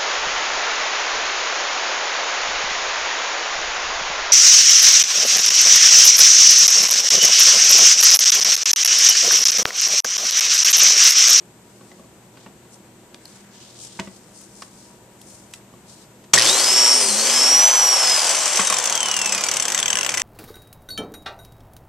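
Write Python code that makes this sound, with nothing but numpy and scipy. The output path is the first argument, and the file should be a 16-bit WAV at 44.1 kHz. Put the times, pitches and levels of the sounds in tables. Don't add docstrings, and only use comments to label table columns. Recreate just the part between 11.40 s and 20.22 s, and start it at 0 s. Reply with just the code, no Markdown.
import sys
import numpy as np
from scipy import signal
from scipy.fft import rfft, irfft, next_fast_len
from scipy.io import wavfile
from scipy.ndimage import uniform_filter1d

SR = 44100
rng = np.random.default_rng(int(sys.argv[2]) if len(sys.argv) > 2 else 0)


def gain_from_db(level_db):
    decades = np.asarray(level_db, float) / 20
    return 10 ** decades


def unload_audio(sound):
    columns = np.transpose(np.atleast_2d(sound))
    steps = np.round(np.clip(columns, -1, 1) * 32767)
    wavfile.write(sys.argv[1], SR, steps.astype(np.int16))


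N = 388942
T = np.arange(N) / SR
HZ = np.maximum(np.fft.rfftfreq(next_fast_len(N, True), 1 / SR), 1)

ON_S, SWITCH_OFF_S = 4.936, 6.315
MAINS_PULSE_HZ, FIRST_PULSE_S = 120, 4.9785

# (time [s], mesh pitch [Hz], tooth load [dB])
MESH = [(4.98, 1927, -4), (5.075, 3780, -1), (5.115, 4120, 0), (5.2, 4740, 3), (5.3, 5224, 1.5),
        (5.385, 5525, 1.5), (5.48, 5570, 1), (5.545, 5493, 1), (5.625, 5190, -4), (5.73, 4412, 10),
        (5.85, 4854, -14), (5.97, 5284, 0), (6.19, 5817, 2.5), (6.315, 6076, -2.5), (6.73, 5117, -0.5),
        (7.25, 3868, -10), (7.8, 2755, -1.5), (8.82, 1120, -22)]
# (time [s], peak level [dB])
EARLY_RATTLE = [(6.442, -23), (6.47, -14), (6.4871, -19), (6.5187, -30), (6.5938, -23), (6.6283, -20),
                (6.6469, -19), (6.6718, -8), (6.6954, -10), (6.7178, -13), (6.7416, -12), (6.762, -10.5),
                (6.775, -14), (6.8166, -13), (6.7924, -11), (6.8438, -10), (6.868, -11.5), (6.892, -9.5),
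                (6.9056, -12.5), (6.9253, -17), (6.95, -12), (6.9662, -14), (6.987, -9), (7.0034, -16),
                (7.0324, -14), (7.0569, -6.5), (7.0787, -8), (7.1326, -10), (7.1574, -8), (7.172, -7),
                (7.199, -18)]
# (frequency [Hz], level [dB], t60 [s])
HOUSING = [(1052, -5, 0.028), (1660, -14, 0.074), (2008, -4.5, 0.058), (2380, 6.5, 0.0046),
           (2940, 3, 0.0095), (3170, 7.5, 0.0053), (4610, -6, 0.027), (5480, 5.5, 0.0062),
           (5830, 6.5, 0.016), (6160, 6, 0.019), (6480, 0.5, 0.029), (7420, -3, 0.046), (7700, -5, 0.076),
           (8260, -2, 0.02), (9600, -10.5, 0.037), (9590, -6, 0.038), (12000, -22, 0.038)]
# (frequency [Hz], likeness [-1..1])
ROOM_ALIKE = [(60, 0.81), (130, 0.97), (290, 0.97), (630, 0.87), (1390, 0.59), (3050, 0.22), (6690, 0.041),
              (14700, -0.85)]
TOOL_ALIKE = [(60, 0.64), (130, 0.61), (290, 1), (630, 1), (1390, 1), (3050, 1), (6690, 0.5), (14700, 0.43)]
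# (frequency [Hz], balance [dB])
ROOM_SIDE = [(60, -2), (180, 0.5), (540, -0.5), (1630, 2), (4890, -1), (14700, 18.5)]
RUN_SIDE = [(60, -7), (240, -3.5), (940, 0), (3700, 0), (6200, -1), (7300, 7), (8800, 20), (14700, 26)]
COAST_SIDE = [(60, -10), (99, -4), (160, 4), (270, 0), (440, 5), (730, 13), (1210, 0.5), (1990, -2),
              (3280, 6.5), (5400, -6), (8900, 17), (14700, 35.5)]


def in_time(rows):
    s, *columns = np.transpose(rows)
    return [np.interp(T, s, c) for c in columns]


def at_hz(points, hz):
    table_hz, values = np.array(points).T
    return np.interp(np.log(hz), np.log(table_hz), values)


def rms_one(x):
    return x / np.sqrt(np.mean(x ** 2) + 1e-20)


def band(x, low_hz, high_hz):
    sos = signal.butter(3, [low_hz, high_hz], "band", fs=SR, output="sos")
    return rms_one(signal.sosfilt(sos, x))


def drift(rate):
    r = np.exp(-80 * np.pi * rate / SR)
    slow = signal.lfilter([1], [1, -2 * r, r * r], rng.standard_normal(N // 40 + 2002))[2000:]
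    return np.interp(np.arange(N) / 40, np.arange(len(slow)), rms_one(slow))


def noise(colour, alike, balance, modes=(), lift=0):
    size = next_fast_len(N, True)
    mid, side = rfft(rng.standard_normal((2, size)))
    c, sign = np.clip(at_hz(alike, HZ), -1, 1), np.array([[1], [-1]])
    pair = np.sqrt(1 + c) * mid + sign * np.sqrt(1 - c) * side
    pair = pair * gain_from_db(sign * at_hz(balance, HZ) / 2)
    peaks = 1 + lift * sum(gain_from_db(2 * db) * t60 / (1 + ((HZ - hz) * t60 / 1.1) ** 2) for hz, db, t60 in modes)
    return rms_one(irfft(pair * gain_from_db(at_hz(colour, HZ)) * np.sqrt(peaks), size)[:, :N])


def ring(clicks, hz, t60):
    r, w = gain_from_db(-60 / (t60 * SR)), 2 * np.pi * hz / SR
    return signal.lfilter([0, np.sin(w)], [1, -2 * r * np.cos(w), r * r], clicks + 1e-18)


def burst(clicks, rise_s, t60):
    a, r = np.exp(-1 / (rise_s * SR)), gain_from_db(-60 / (t60 * SR))
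    fall = signal.lfilter([1], [1, -r], clicks + 1e-18)
    return signal.lfilter([1 - a], [1, -a], fall)


def switch():
    return np.clip((T - ON_S) / 0.00081, 0, 1)


def since_on():
    return np.maximum(T - ON_S, 0)


def cut(late_s=0):
    deepest_s, half_s = 5.73, 0.17
    return np.exp(-((T - deepest_s - late_s) / half_s) ** 2)


def lost_speed():
    free_mesh_hz = 5550
    return np.minimum(20 * np.log10(in_time(MESH)[0] / free_mesh_hz), 0) * (T > SWITCH_OFF_S)


def slaps():
    # (time [s], peak level [dB])
    lone = [(4.9335, -7), (4.9375, 9.5), (4.942, -22), (5.3293, -5), (5.6032, -15), (5.6401, -14),
            (5.6855, -5), (5.7384, -21), (5.7703, -17), (5.7893, -16), (5.8062, -19), (5.8327, -15),
            (5.8796, -20), (5.8975, -6), (5.9404, -12), (6.0312, -8), (6.0647, -8), (7.215, -9),
            (7.399, -8), (7.874, -10), (8.159, -10), (8.3009, -8), (8.389, -5.5), (8.4, -7), (8.5707, -6),
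            (8.663, -5.5), (8.705, -14), (8.74, -5), (8.778, -12), (8.817, -3.5)]
    # (time [s], peak level [dB])
    bounces = [(7.1983, -8.5), (7.2485, -9), (7.2716, -8), (7.2993, -5), (7.3242, -6.5), (7.341, -7),
               (7.3675, -8.5), (7.3849, -5.5), (7.4253, -10.5), (7.4395, -7.5), (7.4555, -6.5),
               (7.4737, -7.5), (7.4972, -7.5), (7.5243, -8), (7.552, -7), (7.576, -10), (7.6043, -8.5),
               (7.6294, -8), (7.658, -8), (7.6846, -10.5), (7.7132, -8), (7.7401, -8.5), (7.765, -6),
               (7.7895, -8), (7.8151, -7), (7.8454, -13.5), (7.8584, -5.5), (7.8928, -12), (7.9218, -5.5),
               (7.9474, -7.5), (7.9784, -8.5), (8.0085, -9.5), (8.0375, -7), (8.0651, -12), (8.0857, -8),
               (8.1136, -7.5), (8.1376, -9), (8.168, -6.5), (8.1984, -7), (8.223, -9), (8.253, -8.5),
               (8.2812, -8), (8.3199, -9), (8.3463, -4.5), (8.3767, -8), (8.428, -8), (8.458, -8.5),
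               (8.4804, -9), (8.5029, -7.5), (8.5291, -7), (8.5543, -11), (8.5872, -9.5), (8.6097, -10.5),
               (8.6304, -10.5), (8.647, -10), (8.6912, -7), (8.7185, -16.5), (8.7466, -16), (8.7727, -8),
               (8.7967, -12.5)]
    return np.vstack([lone, np.add(bounces, [0, 3.5]), np.add(EARLY_RATTLE, [0, 4.5])]).T


def whine():
    # (frequency [Hz], level [dB])
    mesh_response = [(2250, -33), (2650, -30.5), (3240, -26), (3340, -38), (3560, -34), (3800, -25.5),
                     (4000, -42), (4500, -53), (4800, -32), (5090, -21.5), (5870, -13.5)]
    # (frequency [Hz], level [dB])
    octave_response = [(4300, -50), (4600, -39), (5050, -35), (5400, -37), (5560, -50), (6000, -45),
                       (6500, -39), (7500, -40), (8400, -36), (9600, -42), (10800, -42), (12100, -45)]
    # (frequency [Hz], level [dB])
    tick_response = [(1800, -24), (2400, -13), (2750, -4), (3300, -3), (3800, -24), (5100, -20), (5600, -6),
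                     (6300, -4), (7000, -14), (8200, -28), (9500, -70)]
    # (multiple of mesh pitch [ratio], level [dB])
    tick_orders = [(1.9, -3.5), (3.8, -4)]
    # (multiple of mesh pitch [ratio], level [dB], start [s], end [s])
    shaft_orders = [(.046, -43, 5.5, 6.2), (.08, -35, 5.57, 5.69), (.07, -39, 5.28, 5.38),
                    (.09, -37, 5.07, 5.14), (.046, -43, 5.7, 5.8), (.078, -52, 7.65, 7.95),
                    (.142, -37, 6.15, 6.72), (.142, -43, 6.8, 7.1), (.142, -45, 7.2, 7.4),
                    (.284, -44, 6.35, 6.7), (.284, -40, 7.3, 7.6), (.426, -47, 7.45, 7.75),
                    (.923, -32, 5.36, 5.56), (.923, -35, 5.03, 5.06), (.923, -22, 5.095, 5.135),
                    (.923, -29, 5.18, 5.3), (.855, -33, 5.33, 5.6), (.923, -31, 5.63, 5.98),
                    (.923, -31, 6.04, 6.3), (.95, -33, 5.82, 6.05)]
    octave_powered_db = -3
    beat_share, beat_fade_s = .85, .7
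    slap_load = 1.2

    hz, load_db = in_time(MESH)
    hz = uniform_filter1d(hz, size=1600)
    turn = 2 * np.pi * np.cumsum(hz * (1 + 0.000987 * drift(21.3))) / SR
    powered = T < SWITCH_OFF_S
    pulses = np.cos(2 * np.pi * MAINS_PULSE_HZ * (T - FIRST_PULSE_S))
    beat = beat_share * pulses * np.exp(-since_on() / beat_fade_s) * powered

    s, db = slaps()
    coasting = s > SWITCH_OFF_S
    blows = np.zeros(N)
    blows[(s[coasting] * SR).astype(int)] = gain_from_db(db[coasting])

    mesh_db = load_db + at_hz(mesh_response, hz)
    mesh_db = mesh_db + 20 * np.log10(1 + beat + slap_load * burst(blows, .001, .06))
    mesh_db = mesh_db + 0.51 * drift(5.4) + 0.55 * drift(29) + 2.8 * drift(510)
    octave_db = at_hz(octave_response, 2 * hz) + octave_powered_db * powered
    octave_db = octave_db + 3 * drift(35) + 1.7 * drift(300)
    lines = [(1, mesh_db), (2, octave_db)]

    tick_db = 20 * np.log10(abs(burst(blows, 0.00042, 0.013)) + 1e-9)
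    lines += [(k, db + tick_db + at_hz(tick_response, k * hz)) for k, db in tick_orders]

    waver_db = 1.5 * drift(20) + 3 * drift(150) + 20 * np.log10(1 + beat)
    for n, (k, db, t0, t1) in enumerate(shaft_orders):
        fade_db = np.interp(T, [t0 - .1, t0, t1, t1 + .1], [-40, 0, 0, -40])
        own_waver_db = min(1, .3 + k) * np.roll(waver_db, 2205 * (n % 3))
        lines.append((k, db + fade_db + own_waver_db))

    out = np.zeros((2, N))
    for k, db in lines:
        on = (T > MESH[0][0]) & (db > -75)
        pan_db = np.where(T[on] < 7, at_hz(RUN_SIDE, k * hz[on]), at_hz(COAST_SIDE, k * hz[on])) / 2
        tone = np.sin(k * turn[on] + [[0], [0.75 * k]])
        out[:, on] += np.sqrt(2) * gain_from_db(db[on] + [pan_db, -pan_db]) * tone
    return out


def whir():
    # (level [dB], share of effort [dB/dB], share of lost speed [dB/dB], change in the cut [dB])
    ranges = [
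        (-27.5, 0.41, 0.72, -6.5),
        (-25, 1.7, 0.73, -5),
        (-20, 3.1, 1, -2),
        (-27.5, 4.7, 0.53, -4),
    ]
    edges_hz = [450, 1500, 4500, 7000, 16000]
    # (frequency [Hz], density [dB per Hz])
    colour = [(180, -56), (300, 4), (371, -14), (467, -4), (841, -1), (2100, -8), (3550, -9.5),
              (6000, -10.5), (6950, -9), (7540, -2), (13800, -18.5), (15000, -59)]
    # (time [s], level [dB])
    effort_curve = [(4.95, -0.5), (5.05, 0.5), (5.12, 1), (5.46, 0.5), (5.9, 1), (6.25, -0.5), (7.1, 0),
                    (7.2, 0.5), (7.46, -1.5)]
    hiss_top_fades_s = (6.8, 7.4)
    hiss_top_edge_hz, hiss_top_db, hiss_top_loss_db = 10400, -6, -19
    hammer_db, hammer_fade_s, hammer_left_db = 14, .12, 1.5
    uneven_db = .6
    swell_db, swell_early_s = -24.5, 0.09

    raw = noise(colour, TOOL_ALIKE, RUN_SIDE, HOUSING, lift=110)
    below = signal.sosfiltfilt(signal.butter(4, hiss_top_edge_hz, fs=SR, output="sos"), raw)
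    raw = below + (raw - below) * gain_from_db(hiss_top_db + np.interp(T, hiss_top_fades_s, [0, hiss_top_loss_db]))

    cycle = (T - FIRST_PULSE_S) * MAINS_PULSE_HZ
    strength = rng.uniform(.5, 1.5, 2000)[np.floor(cycle).astype(int) % 2000]
    pulse = strength * np.exp(-(cycle % 1) / 0.5) - .55
    beat_db = (hammer_db * np.exp(-since_on() / hammer_fade_s) + hammer_left_db) * pulse
    flutter_db = 1.06 * drift(120) + 0.48 * drift(6.7)

    effort, lost, depth = in_time(effort_curve)[0], lost_speed(), cut()
    out = np.zeros((2, N))
    for (db, work, slow, cut_db), low_hz, high_hz in zip(ranges, edges_hz, edges_hz[1:]):
        level_db = db + work * effort + slow * lost + cut_db * depth
        out += gain_from_db(level_db + uneven_db * drift(2.3)) * band(raw, low_hz, high_hz)
    hiss = band(rng.standard_normal(N), 8200, 9650)
    out += gain_from_db(swell_db) * hiss * cut(-swell_early_s) * gain_from_db([[5], [-9]])
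    return out * gain_from_db(beat_db + flutter_db) * switch()


def rattle():
    # (frequency [Hz], density [dB per Hz])
    colour = [(180, -42), (300, 4), (1040, -3), (1470, 15.5), (2690, 12), (4120, -6.5), (6300, 3.5),
              (7670, 0), (8880, -21.5), (9640, -12), (10500, -33), (12100, -18), (15000, -61)]
    low_share_db, low_per_db = -25.5, 0.9754
    second_db, second_spread_db = -12, 4
    sharp_share = 2.6

    s, db = slaps()
    at = (s * SR).astype(int)
    luck = rng.normal(0, 1, (200, len(HOUSING) + 3))[:len(s)]
    low_db = low_share_db - low_per_db * lost_speed()[at] + 0.71 * luck[:, -3]
    late = at + (SR * (0.0031 + 0.00186 * abs(luck[:, -1]))).astype(int)
    late_db = second_db + second_spread_db * luck[:, -2]

    first = at.min() - 1
    crack = noise(colour, TOOL_ALIKE, COAST_SIDE)[:, first:]
    grit = rng.standard_normal(N - first)
    out = np.zeros((2, N))

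    def train(level_db):
        clicks = np.zeros(N + SR)
        clicks[at], clicks[late] = gain_from_db(level_db), gain_from_db(level_db + late_db)
        return clicks[first:N]

    for low_hz, high_hz, level_db in ((300, 4000, db + low_db - 3.0), (4000, 16000, db - 11.5)):
        out[:, first:] += band(crack, low_hz, high_hz) * burst(train(level_db), 0.00034, 0.023)
    for k, (hz, mode_db, t60) in enumerate(HOUSING):
        edge = train(db + (low_db + 13.5) * (hz < 4000) + mode_db - 32.0 + 2.3 * luck[:, k])
        scuff = burst(edge, 0.0005, 0.006) * np.roll(grit, 997 * k)
        tone = ring(scuff + sharp_share * edge * (-1) ** k, hz, t60)
        pan_db = at_hz(COAST_SIDE, hz) / 2
        out[:, first:] += [gain_from_db(pan_db) * tone, gain_from_db(-pan_db) * np.roll(tone, k % 3)]
    return signal.sosfilt(signal.butter(4, [350, 12500], "band", fs=SR, output="sos"), out)


def early_clicks():
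    hz, t60, until_s = 4820, .011, 6.93
    s, db = np.transpose([row for row in EARLY_RATTLE if row[0] < until_s])
    clicks = np.zeros(N)
    clicks[(s * SR).astype(int) + 40] = gain_from_db(db + 1)
    return ring(clicks, hz, t60) - .6 * ring(clicks, 1.2 * hz, t60 / 2)


def kicks():
    # (time [s], peak level [dB])
    pulse_kicks = [(4.9534, -9), (4.961, -3), (4.9784, -2.5), (4.9852, -2), (4.9948, -3), (5.0034, -8),
                   (5.013, -7), (5.021, -1), (5.029, -10), (5.0364, -13), (5.046, -9), (5.0534, -8),
                   (5.062, -4), (5.072, -5), (5.083, -5), (5.0894, -5), (5.0966, -4), (5.188, -7),
                   (5.197, -7), (5.231, -15), (5.242, -6)]
    # (frequency [Hz], density [dB per Hz])
    colour = [(600, -37), (1200, -6), (2500, -3.5), (4300, 4.5), (5300, 7), (6300, 2), (7200, -19.5),
              (10000, -9), (15000, -47)]
    s, db = np.transpose(pulse_kicks)
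    clicks = np.zeros(N)
    clicks[(s * SR).astype(int)] = gain_from_db(db - 5)
    return noise(colour, TOOL_ALIKE, RUN_SIDE) * burst(clicks, 0.00023, 0.024)


def bench(modes):
    kick_db, kick_fade_s = 14.5, 0.85
    cut_db, cut_late_s = 6.5, 0.19
    hum_db, hum_fade_db_per_s = -30.5, 82

    shake = noise([(60, -18.0), (150, -14.5), (500, 9)], TOOL_ALIKE, RUN_SIDE, modes, lift=330)
    shake = band(shake, 97, 477)
    kick = np.exp(-(since_on() / kick_fade_s) ** 2)
    level_db = -45.5 + kick_db * kick + cut_db * cut(cut_late_s) + 2.0 * drift(7.9)
    hum = gain_from_db(hum_db - hum_fade_db_per_s * since_on()) * np.sin(2 * np.pi * MAINS_PULSE_HZ * T)
    return (gain_from_db(level_db) * shake + hum) * switch()


def knocks(modes):
    # (time [s], peak level [dB], bright centre [Hz], low thump [dB], t60 [s])
    hits = [(0.409, -41, 1530, -41, .04), (0.515, -37, 1950, -43, 0.03), (0.594, -50, 1520, -38, 0.037),
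            (0.641, -57, 1520, -42, 0.037), (0.971, -36.5, 1510, -40, 0.054),
            (1.061, -30.5, 880, -36.5, 0.053), (1.248, -46, 1540, -50, 0.05),
            (1.744, -17.5, 2430, -43, 0.012), (1.854, -27, 4500, -54, 0.013), (2.591, -16, 920, -28, 0.059),
            (2.596, -14, 2500, -26.5, 0.027), (2.674, -36, 2600, -63, .02), (2.62, -37, 900, -35, 0.055),
            (2.672, -31, 1090, -31, 0.06), (3.012, -36, 7550, -61, 0.033), (3.22, -23.5, 2430, -53, 0.034),
            (3.221, -22, 1150, -59, 0.04), (3.5, -43, 960, -45, .04), (3.814, -31, 8700, -63, 0.024),
            (3.903, -39, 7000, -60, .03), (4.111, -35, 7500, -60, .015), (4.136, -20, 3180, -54, 0.028),
            (4.148, -33, 6500, -58, .012), (4.336, -46, 1230, -38, 0.054), (4.839, -39, 2640, -52, 0.045),
            (4.935, 9, 2450, -24, 0.037), (7.191, -7.5, 1120, -21.5, 0.11), (7.301, -9, 1120, -33, 0.058),
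            (7.323, -10, 1090, -39, 0.065), (7.95, -36, 1097, -31, 0.053), (8.53, -40, 1101, -32.5, 0.054)]
    size = 20000
    t = T[:size]
    out = np.zeros((2, N + size))
    for s, db, hz, thump_db, t60 in hits:
        mid, side = rng.standard_normal((2, size))
        fade = (1 - np.exp(-t / 0.0013)) * gain_from_db(-60 * t / max(t60, .005))
        tick = band(mid + 0.3 * side * [[1], [-1]], max(hz / 3.1, 300), min(hz * 2.77, 12000))
        rings = np.clip((1250 / hz) ** 1.9, 0, 1)
        body = band(side, hz / 1.104, hz * 1.08)
        tick = (1.1 - 0.44 * rings) * tick + 0.3 * rings * body
        clack = np.sin(2 * np.pi * hz * t) * 1.43 * rings * gain_from_db(-60 * t / 0.054)
        thump = np.zeros(size)
        for mode_hz, mode_db, mode_t60 in modes:
            strength = gain_from_db(mode_db + rng.normal(0, 1.5))
            tone = np.sin(2 * np.pi * (mode_hz * t + rng.random()))
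            thump += strength * tone * gain_from_db(-60 * t / mode_t60)
        thump *= (1 - np.exp(-t / 0.0019)) ** 2
        i = round(s * SR)
        out[:, i:i + size] += gain_from_db(db - 5.0) * (tick + clack) * fade + gain_from_db(thump_db - 4.0) * thump
    return out[:, :N]


def pings():
    # (time [s], pitch [Hz], peak level [dB], t60 [s])
    notes_struck = [(0.516, 2010, -39, 0.029), (1.855, 4240, -32, .02), (1.854, 4870, -34, 0.021),
                    (2.596, 1940, -31, 0.059), (2.596, 2530, -30, 0.039), (2.597, 2940, -23.5, 0.026),
                    (2.673, 1970, -45, 0.079), (4.975, 1887, -4, 0.042)]
    out = np.zeros(N)
    for s, hz, db, t60 in notes_struck:
        t = np.maximum(T - s, 0)
        out += gain_from_db(db - 60 * t / t60) * (1 - np.exp(-t / 0.00038)) * np.sin(2 * np.pi * hz * t)
    return out


def slides():
    # (middle [s], half length [s], centre [Hz], level [dB])
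    strokes = [(.45, 0.21, 6600, -57.5), (1.022, 0.064, 4100, -53), (1.338, 0.024, 8060, -46.5),
               (1.933, 0.11, 5360, -49.5), (2.025, 0.25, 2015, -55), (2.21, 0.11, 3820, -47.5),
               (2.439, 0.045, 7250, -38), (2.488, 0.22, 4860, -46), (2.743, 0.21, 6800, -54.5),
               (3.014, 0.065, 7630, -45), (3.205, 0.07, 7550, -45.5), (3.426, 0.12, 6800, -49.5),
               (3.933, 0.12, 8100, -47), (4.153, 0.037, 7550, -49.5), (4.514, 0.04, 5970, -46),
               (4.61, 0.042, 5400, -49)]
    raw = noise([(1000, 15), (9000, 8), (14000, -23)], ROOM_ALIKE, ROOM_SIDE)
    raw = raw * gain_from_db(1.9 * drift(120) + .9 * drift(22))
    out = np.zeros((2, N))
    for s, half_s, hz, db in strokes:
        near = abs(T - s) < 3 * half_s
        swell = np.exp(-((T[near] - s) / half_s) ** 2)
        out[:, near] += gain_from_db(db) * band(raw[:, near], hz / 1.51, hz * 2.0) * swell
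    return out


def shop(x):
    size = next_fast_len(N + SR)
    hz = np.fft.rfftfreq(size, 1 / SR)
    t60 = 0.34 / (1 + hz / 6000)
    out = []
    for side in x:
        delays_s = rng.uniform(.006, .03, 10)
        loops = [gain_from_db(-60 * d / t60) * np.exp(-2j * np.pi * hz * d) for d in delays_s]
        response = sum((-1) ** k * g / (1 - g) for k, g in enumerate(loops))
        out.append(irfft(rfft(side, size) * response, size)[:N])
    return np.array(out)


def room_noise():
    # (frequency [Hz], density [dB per Hz])
    colour = [(12, -51), (20, -19), (189, 0.5), (278, -6), (357, -2), (409, -5), (889, -10.5), (966, -12),
              (1140, -14), (3090, -19.5), (5380, -23), (8160, -16), (9630, -30), (13400, -30.5),
              (15000, -26.5)]
    # (frequency [Hz], level [dB])
    hum_lines = [(119.5, -69), (200, -66.5), (239, -71.5), (318, -72), (360, -71.5), (958, -74.5),
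                 (11795, -83)]
    duck_s = (5.4, 6.3, 7.0, 8.0)
    open_db, duck_db, recovered_db = 7.5, -2, 4

    air = noise(colour, ROOM_ALIKE, ROOM_SIDE) * gain_from_db(-53.5 - 2.5 + 0.25 * drift(28.0))
    hum = np.zeros(N)
    for hz, db in hum_lines:
        hum += np.sqrt(2) * gain_from_db(db + 2.0 * drift(2.9)) * np.sin(2 * np.pi * hz * T)
    return (air + hum) * gain_from_db(open_db + np.interp(T, duck_s, [0, duck_db, duck_db, recovered_db]))


def scene():
    # (frequency [Hz], level [dB], t60 [s])
    bench_modes = [(74.5, -7, 0.038), (113.5, -11, 0.17), (196, 3, 0.16), (258, -1.5, 0.072),
                   (373, 1, 0.061), (554, 3.5, 0.037), (647, -10.5, 0.16), (1120, 5.5, 0.029)]
    struck = rattle() + early_clicks() + kicks() + knocks(bench_modes) + pings()
    tool = whine() + whir() + bench(bench_modes)
    return tool + struck + gain_from_db(-20.5) * shop(struck) + slides() + room_noise()


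def low_pass(x):
    return signal.sosfilt(signal.butter(12, 15280, fs=SR, output="sos"), x)


def record(dry):
    rounded = 1.02 * np.tanh(dry / 1.05)
    top = signal.sosfilt(signal.cheby2(10, 45, 15050, fs=SR, output="sos"), rounded)
    return low_pass(np.clip(top, -1, 1))


dry = scene()
out = record(dry)
unload_audio(out)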